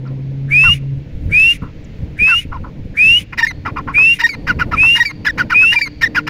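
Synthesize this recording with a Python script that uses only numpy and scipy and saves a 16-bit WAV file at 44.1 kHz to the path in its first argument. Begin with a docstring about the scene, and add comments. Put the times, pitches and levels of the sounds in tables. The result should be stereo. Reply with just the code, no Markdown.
"""A grey francolin gives seven shrill rising whistles, each a nearly pure tone with a hiss of air.
Its mate, off to the left, answers with rasping clucks and loud three-part cackles: the voice box rasps
when it beats unevenly and gives short clear notes when it locks into a steady beat. The birds echo
faintly off a garden. Behind them a small bird chips twice, a motor hums for a second, a far engine
drones and traffic rumbles over a faint hush, while a breeze and soft bumps touch the microphones."""
import sys
import numpy as np
from scipy import signal
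from scipy.fft import rfft, irfft
from scipy.io import wavfile

SR = 44100
rng = np.random.default_rng(int(sys.argv[2]) if len(sys.argv) > 2 else 0)


def transcribe(u):
    """Save the signal u as a 16-bit wav file named by the first command-line argument.

    u: samples, shape (n,) or (channels, n), limited to [-1, 1]; the rate is SR.
    q: integer samples, one column per channel.
    """
    v = np.clip(np.atleast_2d(u).T, -1, 1)
    q = np.round(v * 32767).astype(np.int16)
    wavfile.write(sys.argv[1], SR, q)


N = 277389
TIME = np.arange(N) / SR
FREQS = np.fft.rfftfreq(N, 1 / SR)
TOP_HZ = 15700


def undb(db):
    """Turn decibels into a number to multiply by."""
    return 10 ** (np.asarray(db) / 20)


def curves(rows):
    """Join a table's rows with straight lines, giving each column a value at every sample."""
    times, *columns = np.transpose(rows)
    return [np.interp(TIME, times, column) for column in columns]


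def lookup(points, hz):
    """Read a table at any frequency, with octaves evenly spaced."""
    freqs, values = np.transpose(points)
    return np.interp(np.log(hz + 1), np.log(freqs), values)


def unit(x):
    """Scale a signal to an average (rms) size of 1."""
    return x / np.sqrt(np.mean(x ** 2))


def colour(x, spectrum):
    """Filter x so that it rings after each push, never before; the result has size 1."""
    cepstrum = irfft(np.log(undb(lookup(spectrum, FREQS))), N)
    response = np.exp(2 * rfft(cepstrum[:N // 2], N) - cepstrum[0])
    return unit(irfft(rfft(x) * response, N))


def wobble(hz):
    """Smooth random motion of size 1, up to about hz wiggles a second."""
    noise = rng.standard_normal(int(8 * hz * N / SR) + 12)
    smooth = np.convolve(noise, signal.windows.gaussian(11, 4 / np.pi), "valid")
    return unit(np.interp(8 * hz * TIME, np.arange(len(smooth)), smooth))


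def phase_of(hz):
    """Add up a changing pitch into the angle of a sine wave."""
    return 2 * np.pi * np.cumsum(hz) / SR


def gate(t, start, end, fade):
    """Fade in after start and out before end."""
    return np.sin(np.pi / 2 * np.clip(np.minimum(t - start, end - t) / fade, 0, 1))


def stereo_noise(spectrum, shared):
    """Filtered noise, partly the same in both ears."""
    noise = rng.standard_normal((3, N))
    return colour(np.sqrt(shared) * noise[0] + np.sqrt(1 - shared) * noise[1:], spectrum)


# How loud the hush is: (time [s], level [dB])
HUSH_LEVELS = [(0, -53), (1.2, -50.5), (1.9, -49), (2.6, -51.5), (6.29, -50.5)]
# Its tone colour: (frequency [Hz], level [dB])
HUSH_COLOUR = [(400, -22), (800, -16.5), (1300, -0.5), (2200, 6), (3000, 0), (4200, -4.5), (5500, -10.5),
               (7000, -15), (9000, -44), (16000, -26)]
def hush():
    """A faint, even hiss from far away."""
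    db, = curves(HUSH_LEVELS)
    return undb(db + 0.4 * wobble(1.7)) * stereo_noise(HUSH_COLOUR, shared=0.39)


# How the traffic swells: (time [s], relative level [dB])
TRAFFIC_LEVELS = [(0, -34), (1.1, -37.5), (1.28, -32.5), (1.42, -39.5), (2.1, -35.5), (2.35, -49),
                  (2.52, -33.5), (3.2, -38.5), (3.55, -36), (3.7, -29), (4.27, -39.5), (4.45, -29),
                  (4.73, -28), (5.04, -43), (5.25, -30), (5.58, -33), (5.7, -40.5), (6.05, -33)]
# Its tone colour: (frequency [Hz], level [dB])
TRAFFIC_COLOUR = [(40, -11), (110, 6), (200, 3.5), (300, 3), (390, -10), (500, -4.5), (700, -16),
                  (1000, -21), (2000, -57)]
def traffic(gain_db=1):
    """Distant traffic rumbles, much alike on both sides."""
    db, = curves(TRAFFIC_LEVELS)
    return undb(db + gain_db + 2.4 * wobble(10)) * stereo_noise(TRAFFIC_COLOUR, shared=0.6)


# Gusts of wind: (time [s], relative level [dB])
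GUST_LEVELS = [(0, -43.5), (.7, -32), (1.08, -34), (1.25, -21.5), (1.45, -32.5), (2.0, -31), (2.8, -31),
               (3.4, -34.5), (3.7, -29.5), (4.27, -41), (4.43, -29), (4.62, -23.5), (5.05, -35.5),
               (5.5, -32.5), (5.75, -37.5), (6.29, -35.5)]
# Their tone colour: (frequency [Hz], level [dB])
BREEZE_COLOUR = [(15, -3), (50, -1.5), (100, -2), (160, -7), (250, -24.5), (500, -31.5), (1000, -70)]
def breeze(gain_db=3.5):
    """Wind buffets each microphone mostly on its own."""
    db, = curves(GUST_LEVELS)
    return undb(db + gain_db + 3 * wobble(8.8)) * stereo_noise(BREEZE_COLOUR, shared=0.25)


# Soft bumps: (time [s], relative level [dB])
BUMPS = [(1.306, -23), (1.618, -20), (2.209, -23), (2.447, -26.5), (2.845, -26.5), (3.665, -31),
         (4.561, -24)]
# Their tone colour: (frequency [Hz], level [dB])
BUMP_COLOUR = [(20, -2.5), (80, 5), (170, -2), (280, -9), (500, -16.5), (1000, -64.5)]
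def bumps(rise_s=0.0094, gain_db=5):
    """Dull bumps at the microphones swell quickly and die away."""
    size = np.zeros(N)
    for start, db in BUMPS:
        age = np.maximum(TIME - start, 0) / rise_s
        size += undb(db + gain_db) * age * np.exp(1 - age)
    return size * stereo_noise(BUMP_COLOUR, shared=0.49)


# The far engine's drone: (time [s], pitch [Hz], level [dB])
ENGINE_DRONE = [(0, 140.2, -66), (1.2, 146, -43), (2.1, 150.3, -43.5), (3.1, 149.1, -58.5),
                (3.7, 148.2, -36), (4.9, 147.8, -48), (5.4, 154.2, -34), (5.8, 150, -42),
                (6.29, 149.7, -29)]
def far_engine():
    """A wavering drone, strongest an octave above its pitch."""
    hz, db = curves(ENGINE_DRONE)
    phase = phase_of(hz * (1 + 0.01167 * wobble(10.07)))
    tone = undb(-2) * np.sin(phase) + np.sin(2 * phase) + undb(-9) * np.sin(3 * phase)
    return undb(db + 1.9 * wobble(6)) * tone


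# The nearer motor's hum: (time [s], pitch [Hz], level [dB])
MOTOR_HUM = [(0.0, 132.1, -26), (.2, 134.3, -23.5), (.5, 137.7, -20), (.68, 138.3, -26.5),
             (.93, 135.8, -18.5), (1.0, 137.4, -26), (1.07, 143.3, -45)]
def motor(stop_s=1.1):
    """A low hum with two weak overtones that soon stops."""
    hz, db = curves(MOTOR_HUM)
    phase = phase_of(hz * (1 + 0.005 * wobble(24)))
    tone = np.sin(phase) + undb(-21) * np.sin(2 * phase) + undb(-28) * np.sin(3 * phase)
    return np.sqrt(2) * undb(db) * gate(TIME, -1, stop_s, .06) * tone


# Faint chips: (start [s], length [s], first pitch [Hz], last pitch [Hz], level [dB])
BIRD_CHIPS = [(0.069, 0.019, 6100, 3120, -49), (1.84, 0.018, 8300, 4700, -48.5)]
def small_bird():
    """Each chip is a high tone that slides quickly down."""
    out = np.zeros(N)
    for start, length, first_hz, last_hz, db in BIRD_CHIPS:
        hz = np.interp(TIME, [start, start + length], [first_hz, last_hz])
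        out += undb(db) * gate(TIME, start, start + length, length / 2) * np.sin(phase_of(hz))
    return out


def garden_echo(x, decay_s=1.0, echo_db=-35, leaf_db=11, leaf_hz=4600, leaf_width_hz=500):
    """Plants and walls scatter a faint echo, strongest in the treble."""
    t = TIME[:SR]
    tails = rng.standard_normal((2, SR)) * undb(-60 * t / decay_s) * np.minimum(t / .012, 1)
    tails /= np.linalg.norm(tails, axis=1, keepdims=True)
    leaf_boost = undb(leaf_db * np.exp(-((FREQS - leaf_hz) / leaf_width_hz) ** 2))
    scattered = irfft(rfft(x) * leaf_boost, N)
    return undb(echo_db) * signal.fftconvolve(scattered[None], tails, axes=1)[:, :N]


# The low, middle and high ringing of the mate's throat, each: (frequency [Hz], level [dB])
LOW_RING = [(550, -32), (800, 2.5), (1000, 9.5), (1400, 11.5), (1750, -11), (2400, -59)]
MID_RING = [(1200, -21), (1700, 5.5), (2000, 7.5), (2450, -5.5), (3050, 1.5), (3500, -19.5), (4500, -50.5)]
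HIGH_RING = [(2800, -23.5), (3600, -9), (4100, 9), (4700, 3), (5300, -1.5), (6000, -11), (6900, -11),
             (8000, -15), (9400, -19), (11000, -31), (13500, -18.5), (16000, -25.5)]
def rasps(bursts, onset, tail, pulse_hz=640, squeal_hz=2200, growl_hz=(1230, 930), voiced=.65):
    """The voice box beats unevenly: pulses ring the throat while a squeal and a growl stagger along."""
    gap_spread, size_spread = rng.standard_normal((N // 20, 2)).T
    hits = (np.cumsum(np.exp(.22 * gap_spread)) * SR / pulse_hz).astype(int)
    pulses = np.bincount(hits[hits < N], undb(3 * size_spread[hits < N]), N)
    breath = 0.053 * rng.standard_normal(N)
    low, mid, high = (colour(pulses + breath, ring) for ring in (LOW_RING, MID_RING, HIGH_RING))
    pulsed = np.sqrt(1 - voiced ** 2)
    phase = phase_of(squeal_hz * (1 + 0.16 * wobble(130)))
    shake = 1 + 0.39 * wobble(190)
    mid = pulsed * mid + voiced * unit(shake * np.sin(phase))
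    high = pulsed * high + voiced * colour(shake * (np.sin(2 * phase) + np.sin(3 * phase)), HIGH_RING)
    stagger, throb = 1 + 0.13 * wobble(129.6), unit(1 + 0.93 * wobble(270))
    out = np.zeros(N)
    for start, peak, end, low_db, mid_db, high_db in bursts:
        on = (TIME > start) & (TIME < end)
        t = TIME[on]
        effort = np.interp(t, [start, peak, end], [onset, 1, tail]) ** 2 * gate(t, start, end, 0.0042)
        sinking_hz = np.interp(t, [peak, end], growl_hz) * stagger[on]
        growl = np.sqrt(2) * throb[on] * np.sin(phase_of(sinking_hz))
        body = undb(low_db) * (pulsed * low[on] + voiced * growl)
        edge = undb(high_db) * effort ** 0.24 * high[on]  # the high ring needs more effort
        out[on] += effort * (body + undb(mid_db) * mid[on] + edge)
    return out


# How strong a clear note's overtones are: (frequency [Hz], relative level [dB])
NOTE_COLOUR = [(1800, 1), (2800, 8), (3300, -0.5), (3800, 2.5), (4600, 8.5), (5500, -3.5), (6300, -9),
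               (7200, -11.5), (8200, -17), (9400, -18), (11000, -22), (16000, -21.5)]
def clear_notes(notes, jitter, flutter, rough, rolloff_db):
    """The voice box locks into a tone for a few hundredths of a second."""
    out, waver, tremor, grit = np.zeros(N), wobble(250), wobble(200), wobble(350)
    k = np.arange(2, 13)[:, None]  # overtones are these multiples of the pitch
    for start, end, first_hz, middle_hz, last_hz, db, change_db, fade_s, bright_db in notes:
        on = (TIME > start - .001) & (TIME < end + .001)
        t = TIME[on]
        along = (t - start) / (end - start)
        window = gate(t, start - .001, end + 0.0015, fade_s + 0.0006)
        glide_hz = np.polyval(np.polyfit([0, .5, 1], [first_hz, middle_hz, last_hz], 2), along)
        hz = glide_hz * (1 + jitter * (3 - 2 * window) * waver[on])  # least steady at both ends
        phase = phase_of(hz)
        weights = undb(lookup(NOTE_COLOUR, k * hz) + rolloff_db * np.log2(k)) * (k * hz < TOP_HZ)
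        overtones = np.sum(weights * np.sin(k * phase), axis=0) / np.linalg.norm(weights, axis=0)
        size = undb(db + change_db * (along - .5)) * window * (1 + flutter * tremor[on])
        out[on] += size * (np.sin(phase) + undb(bright_db) * (1 + rough * grit[on]) * overtones)
    return out


def rasp_left(notes, dip):
    """How much rasp remains while the voice box holds a clear note."""
    left = np.ones(N)
    for start, end, *_ in notes:
        on = (TIME > start) & (TIME < end)
        left[on] *= 1 - dip * gate(TIME[on], start, end, 0.0092)
    return left


# The mate's clucks:
# (tone start [s], length [s], first pitch [Hz], last pitch [Hz], rasp level [dB], tone level [dB])
MATE_CLUCKS = [(0.646, 0.059, 1512, 1085, -23.5, -17.5), (2.285, 0.065, 1621, 1254, -22, -14.5),
               (2.533, 0.043, 1165, 857, -38, -26.5), (3.667, .026, 1352, 970, -22.5, -19),
               (3.776, 0.022, 1285, 1010, -26.5, -14), (3.888, .026, 1170, 1003, -31.5, -20),
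               (4.484, 0.033, 1635, 1306, -16, -6.5), (4.605, 0.026, 1546, 1298, -18.5, -7.5),
               (4.728, .03, 1424, 1126, -21.5, -9.5), (5.263, 0.026, 1800, 1446, -15, -6),
               (5.391, 0.031, 1657, 1340, -16, -6), (5.513, .028, 1576, 1277, -18, -7.5),
               (5.624, 0.028, 1554, 1315, -30.5, -16.5), (6.027, 0.027, 1870, 1748, -14, -2.5),
               (6.163, 0.031, 1690, 1306, -15.5, -5), (6.284, .03, 1696, 1380, -17.5, -3)]
# The highest clucks flip up into a second tone: (start [s], length [s], first pitch [Hz], level [dB])
CLUCK_FLIPS = [(5.285, 0.024, 1964, -12.5), (6.056, 0.021, 2040, -13.5)]
# Soft clucks that are all rasp: (start [s], length [s], low ring [dB], middle ring [dB])
SOFT_GRUNTS = [(0.05, 0.079, -41, -49), (1.615, .1, -35, -50), (2.635, 0.07, -32, -50.5),
               (3.323, 0.031, -27.5, -24), (3.97, 0.062, -24.5, -33), (4.826, .055, -22, -28)]
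def clucks(usual_hz=1472, flip_fall=.12):
    """A rasp builds, locks into a falling tone and dies after it; higher clucks are brighter."""
    notes, bursts = [], []
    for start, length, hz, last_hz, rasp_db, tone_db in MATE_CLUCKS:
        end = start + length
        octaves = np.log2(hz / usual_hz)
        middle_hz = hz + .4 * (last_hz - hz)
        notes.append((start, end, hz, middle_hz, last_hz, tone_db, -2, 0.014, -15 + 10.5 * octaves))
        low_db, high_db = rasp_db - 34 * octaves, rasp_db - 10.5 + 17.5 * octaves
        bursts.append((start - 0.018, start - 0.0057, end + 0.021, low_db, rasp_db, high_db))
    for start, length, hz, db in CLUCK_FLIPS:
        glide_hz = hz, hz * (1 - flip_fall / 3), hz * (1 - flip_fall)
        notes.append((start, start + length, *glide_hz, db, -2.5, .003, -14))
    for start, length, low_db, mid_db in SOFT_GRUNTS:
        bursts.append((start, start + 0.0098, start + length, low_db, mid_db, mid_db - 14))
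    tones = clear_notes(notes, jitter=.011, flutter=0.054, rough=0.49, rolloff_db=-4)
    return tones + rasp_left(notes, dip=0.41) * rasps(bursts, onset=0.31, tail=0.2)


# The mate's cackles: (middle note start [s], opening length [s], stretch of the rest [factor],
# opening level [dB], middle pitch [Hz], middle level [dB], snap level [dB],
# closing pitch [Hz], closing level [dB])
MATE_CACKLES = [(3.427, .055, 0.75, -9, 1817, -4, -9, 2202, -21),
                (4.237, .051, .95, -10.5, 1863, -3, -36.5, 2318, -20.5),
                (5.0, .049, 0.95, -10, 1890, -3.5, -18.5, 2365, -18.5),
                (5.758, .041, 1.004, -10, 2357, -8, -11, 2357, -16)]
# The first rasp, relative to the opening note: (low ring [dB], middle ring [dB], high ring [dB])
FIRST_RASP = (-20, -4, -9.5)
# Later rasps, timed from the middle note's start before stretching:
# (start [s], peak [s], end [s], low ring [dB], middle ring [dB], high ring [dB])
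LATER_RASPS = [(0.021, 0.028, 0.069, -49, -25.5, -20), (0.051, 0.054, .11, -45, -27, -28),
               (.095, 0.11, 0.13, -24.5, -23, -32)]
def cackles(home_hz=1872, fall=.125):
    """A short opening note, a loud middle one, then a snap into a bright falling one, all over rasps."""
    notes, bursts = [], []
    home, octave_down = [home_hz] * 3, [home_hz / 2] * 3
    for start, lead, stretch, open_db, mid_hz, mid_db, snap_db, close_hz, close_db in MATE_CACKLES:
        def at(offset):
            return start + stretch * offset
        closing = close_hz, close_hz * (1 - .42 * fall), close_hz * (1 - fall)
        notes += [
            (start - .7 * lead, start - 0.48 * lead, *home, open_db, 3, .006, -9),
            (start - .37 * lead, start, *octave_down, -22, 3, .004, -1.5),
            (start, at(0.032), mid_hz * 1.024, mid_hz, mid_hz * 0.997, mid_db, -3.5, .008, -15),
            (at(.03), at(0.0409), *octave_down, -28, -3, .005, 3),
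            (at(.053), at(0.061), home_hz, home_hz, close_hz, snap_db, -3, .003, -16),
            (at(.056), at(0.12), *closing, close_db, -13, .004, -.6)]
        bursts.append((start - lead, start - 0.65 * lead, at(0.036), *(open_db + np.array(FIRST_RASP))))
        bursts += [(at(begin), at(peak), at(end), *levels) for begin, peak, end, *levels in LATER_RASPS]
    tones = clear_notes(notes, jitter=0.0084, flutter=0.034, rough=0.2, rolloff_db=-5)
    return tones + rasp_left(notes, dip=0.77) * rasps(bursts, onset=0.42, tail=.1)


# The near bird's whistles: (start [s], length [s], pitch aimed at [Hz], last pitch [Hz],
# bend of the climb [Hz], level [dB], drop over the whistle [dB], hiss level [dB])
RISING_WHISTLES = [(0.501, 0.25, 2331, 2919, 10.5, -7, 3.5, -35),
                   (1.311, 0.23, 2355, 2853, 46, -7, 3.2, -33),
                   (2.183, 0.23, 2448, 2967, -55.5, -9, 8.9, -35.5),
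                   (2.963, 0.24, 2386, 3007, -21.5, -6.5, 3.5, -32.5),
                   (3.935, 0.22, 2370, 2816, 54.5, -6.5, 4, -35),
                   (4.762, 0.22, 2450, 2870, 43.5, -7, 4.5, -33.5),
                   (5.528, 0.22, 2488, 2942, -102, -7, 9.5, -35.5)]
# Air rushing through its open bill: (frequency [Hz], level [dB])
BILL_HISS = [(900, -12), (1700, 2), (2400, 11.5), (3100, 10.5), (3700, 6.5), (4400, -3.5), (5300, 1),
             (6600, 1.5), (8100, -8.5), (9400, 4), (10200, -0.5), (11300, -15), (12600, -3.5), (16000, -14)]
def whistles(scoop_hz=200.3, scoop_s=.027, attack_s=0.021, release_s=0.033, lead_s=.028, lag_s=.046):
    """A tone starts rough and scoops up into a climb; hissing air starts before it and outlasts it."""
    tone, airflow, sizzle = np.zeros((3, N))
    waver, tremor, rough, husk, eddies = wobble(84), wobble(64), wobble(220), wobble(310), wobble(400)
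    for start, length, aim_hz, last_hz, bend_hz, db, drop_db, air_db in RISING_WHISTLES:
        on = (TIME > start - lead_s) & (TIME < start + length + lag_s)
        t = TIME[on] - start
        sung = np.clip(t, 0, length)
        along = sung / length
        unsettled = 0.51 * np.exp(-np.abs(t) / 0.018)
        climb_hz = aim_hz + (last_hz - aim_hz) * along + bend_hz * np.sin(np.pi * along)
        hz = climb_hz - scoop_hz * np.exp(-sung / scoop_s)
        phase = phase_of(hz * (1 + .003 * waver[on] + 0.067 * unsettled * rough[on]))
        envelope = (1 - np.exp(-sung / attack_s)) ** 2 * gate(t, -1, length, release_s) ** 2
        flutter = 1 + 0.056 * tremor[on] + unsettled * husk[on]
        size = undb(db + drop_db * (.5 - along)) * envelope * flutter
        swell = undb(11 * np.minimum((t + lead_s) / 0.13 - 1, 0))
        tone[on] += np.sqrt(2) * size * (np.sin(phase) + undb(-33) * swell * np.sin(2 * phase))
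        blowing = gate(t, -lead_s, length + lag_s, 0.057)
        # swirling air rises with the tone: a husky band just below it, a sizzling one far above
        tone[on] += undb(-33) * blowing * husk[on] * np.sin(.8 * phase)
        sizzle[on] = undb(-12) * eddies[on] * np.sin(3.55 * phase)
        airflow[on] += undb(air_db) * blowing ** 2 * swell * gate(t, -0.024, np.inf, 0.037)
    hiss = undb(wobble(50)) * airflow * (stereo_noise(BILL_HISS, shared=0.77) + sizzle)
    return tone, hiss


def place(x, left_lead, bounce_db, left_delay_s=0.002092, right_delay_s=.0029):
    """A bird reaches both microphones directly, then again as a bounce off the kerb."""
    lead = np.exp(.5j * lookup(left_lead, FREQS))
    delays = np.array([[left_delay_s], [right_delay_s]])
    bounce = undb(bounce_db) * np.exp(-2j * np.pi * FREQS * delays)
    return irfft(rfft(x) * (np.array([lead, 1 / lead]) + bounce), N)


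# How far each bird's wave is ahead at the left microphone: (frequency [Hz], phase lead [rad])
MATE_LEFT_LEAD = [(500, 0), (1250, .3), (1580, 1.3), (1800, -.7), (2000, -.2), (2200, .9), (2450, .5),
                  (3100, 2.3), (3800, 2), (4600, 3.6), (6000, 7.4), (8000, 9.6), (10000, 12), (16000, 13)]
WHISTLER_LEFT_LEAD = [(1200, 0), (1700, -.6), (2300, -.2), (2750, -.6), (4000, 0), (9500, 0), (12500, -1)]
def scene(whistle_echo_db=-6, end_fade_s=0.003):
    """The whistler nearly straight ahead, its mate to the left, motors and breeze around them."""
    whistle, hiss = whistles()
    mate = (clucks() + cackles()) * gate(TIME, 0, N / SR - end_fade_s, end_fade_s)
    birds = place(whistle + hiss, WHISTLER_LEFT_LEAD, bounce_db=-33.5)
    birds += place(mate, MATE_LEFT_LEAD, bounce_db=-7.5)
    echo = garden_echo(mate + undb(whistle_echo_db) * whistle)
    return birds + echo + small_bird() + motor() + far_engine() + breeze() + traffic() + hush() + bumps()


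# How much more the left microphone hears than the right: (frequency [Hz], level [dB])
MIC_BALANCE = [(60, 3.5), (150, 1), (700, 2), (1400, 1), (2400, -2), (2900, -1.8), (4400, -1), (6000, 1),
               (8100, 1), (9800, 6), (11300, 15), (13000, 13), (15500, 9)]
def record(dry):
    """Each microphone has its own tone colour, and the highest treble is cut."""
    balance_db = lookup(MIC_BALANCE, FREQS)
    gains = undb(np.array([balance_db, -balance_db]) / 2)
    heard = irfft(rfft(dry) * gains / gains.mean(axis=0), N)
    return signal.sosfilt(signal.ellip(12, .1, 80, TOP_HZ, fs=SR, output="sos"), heard)


dry = scene()
out = record(dry)
transcribe(out)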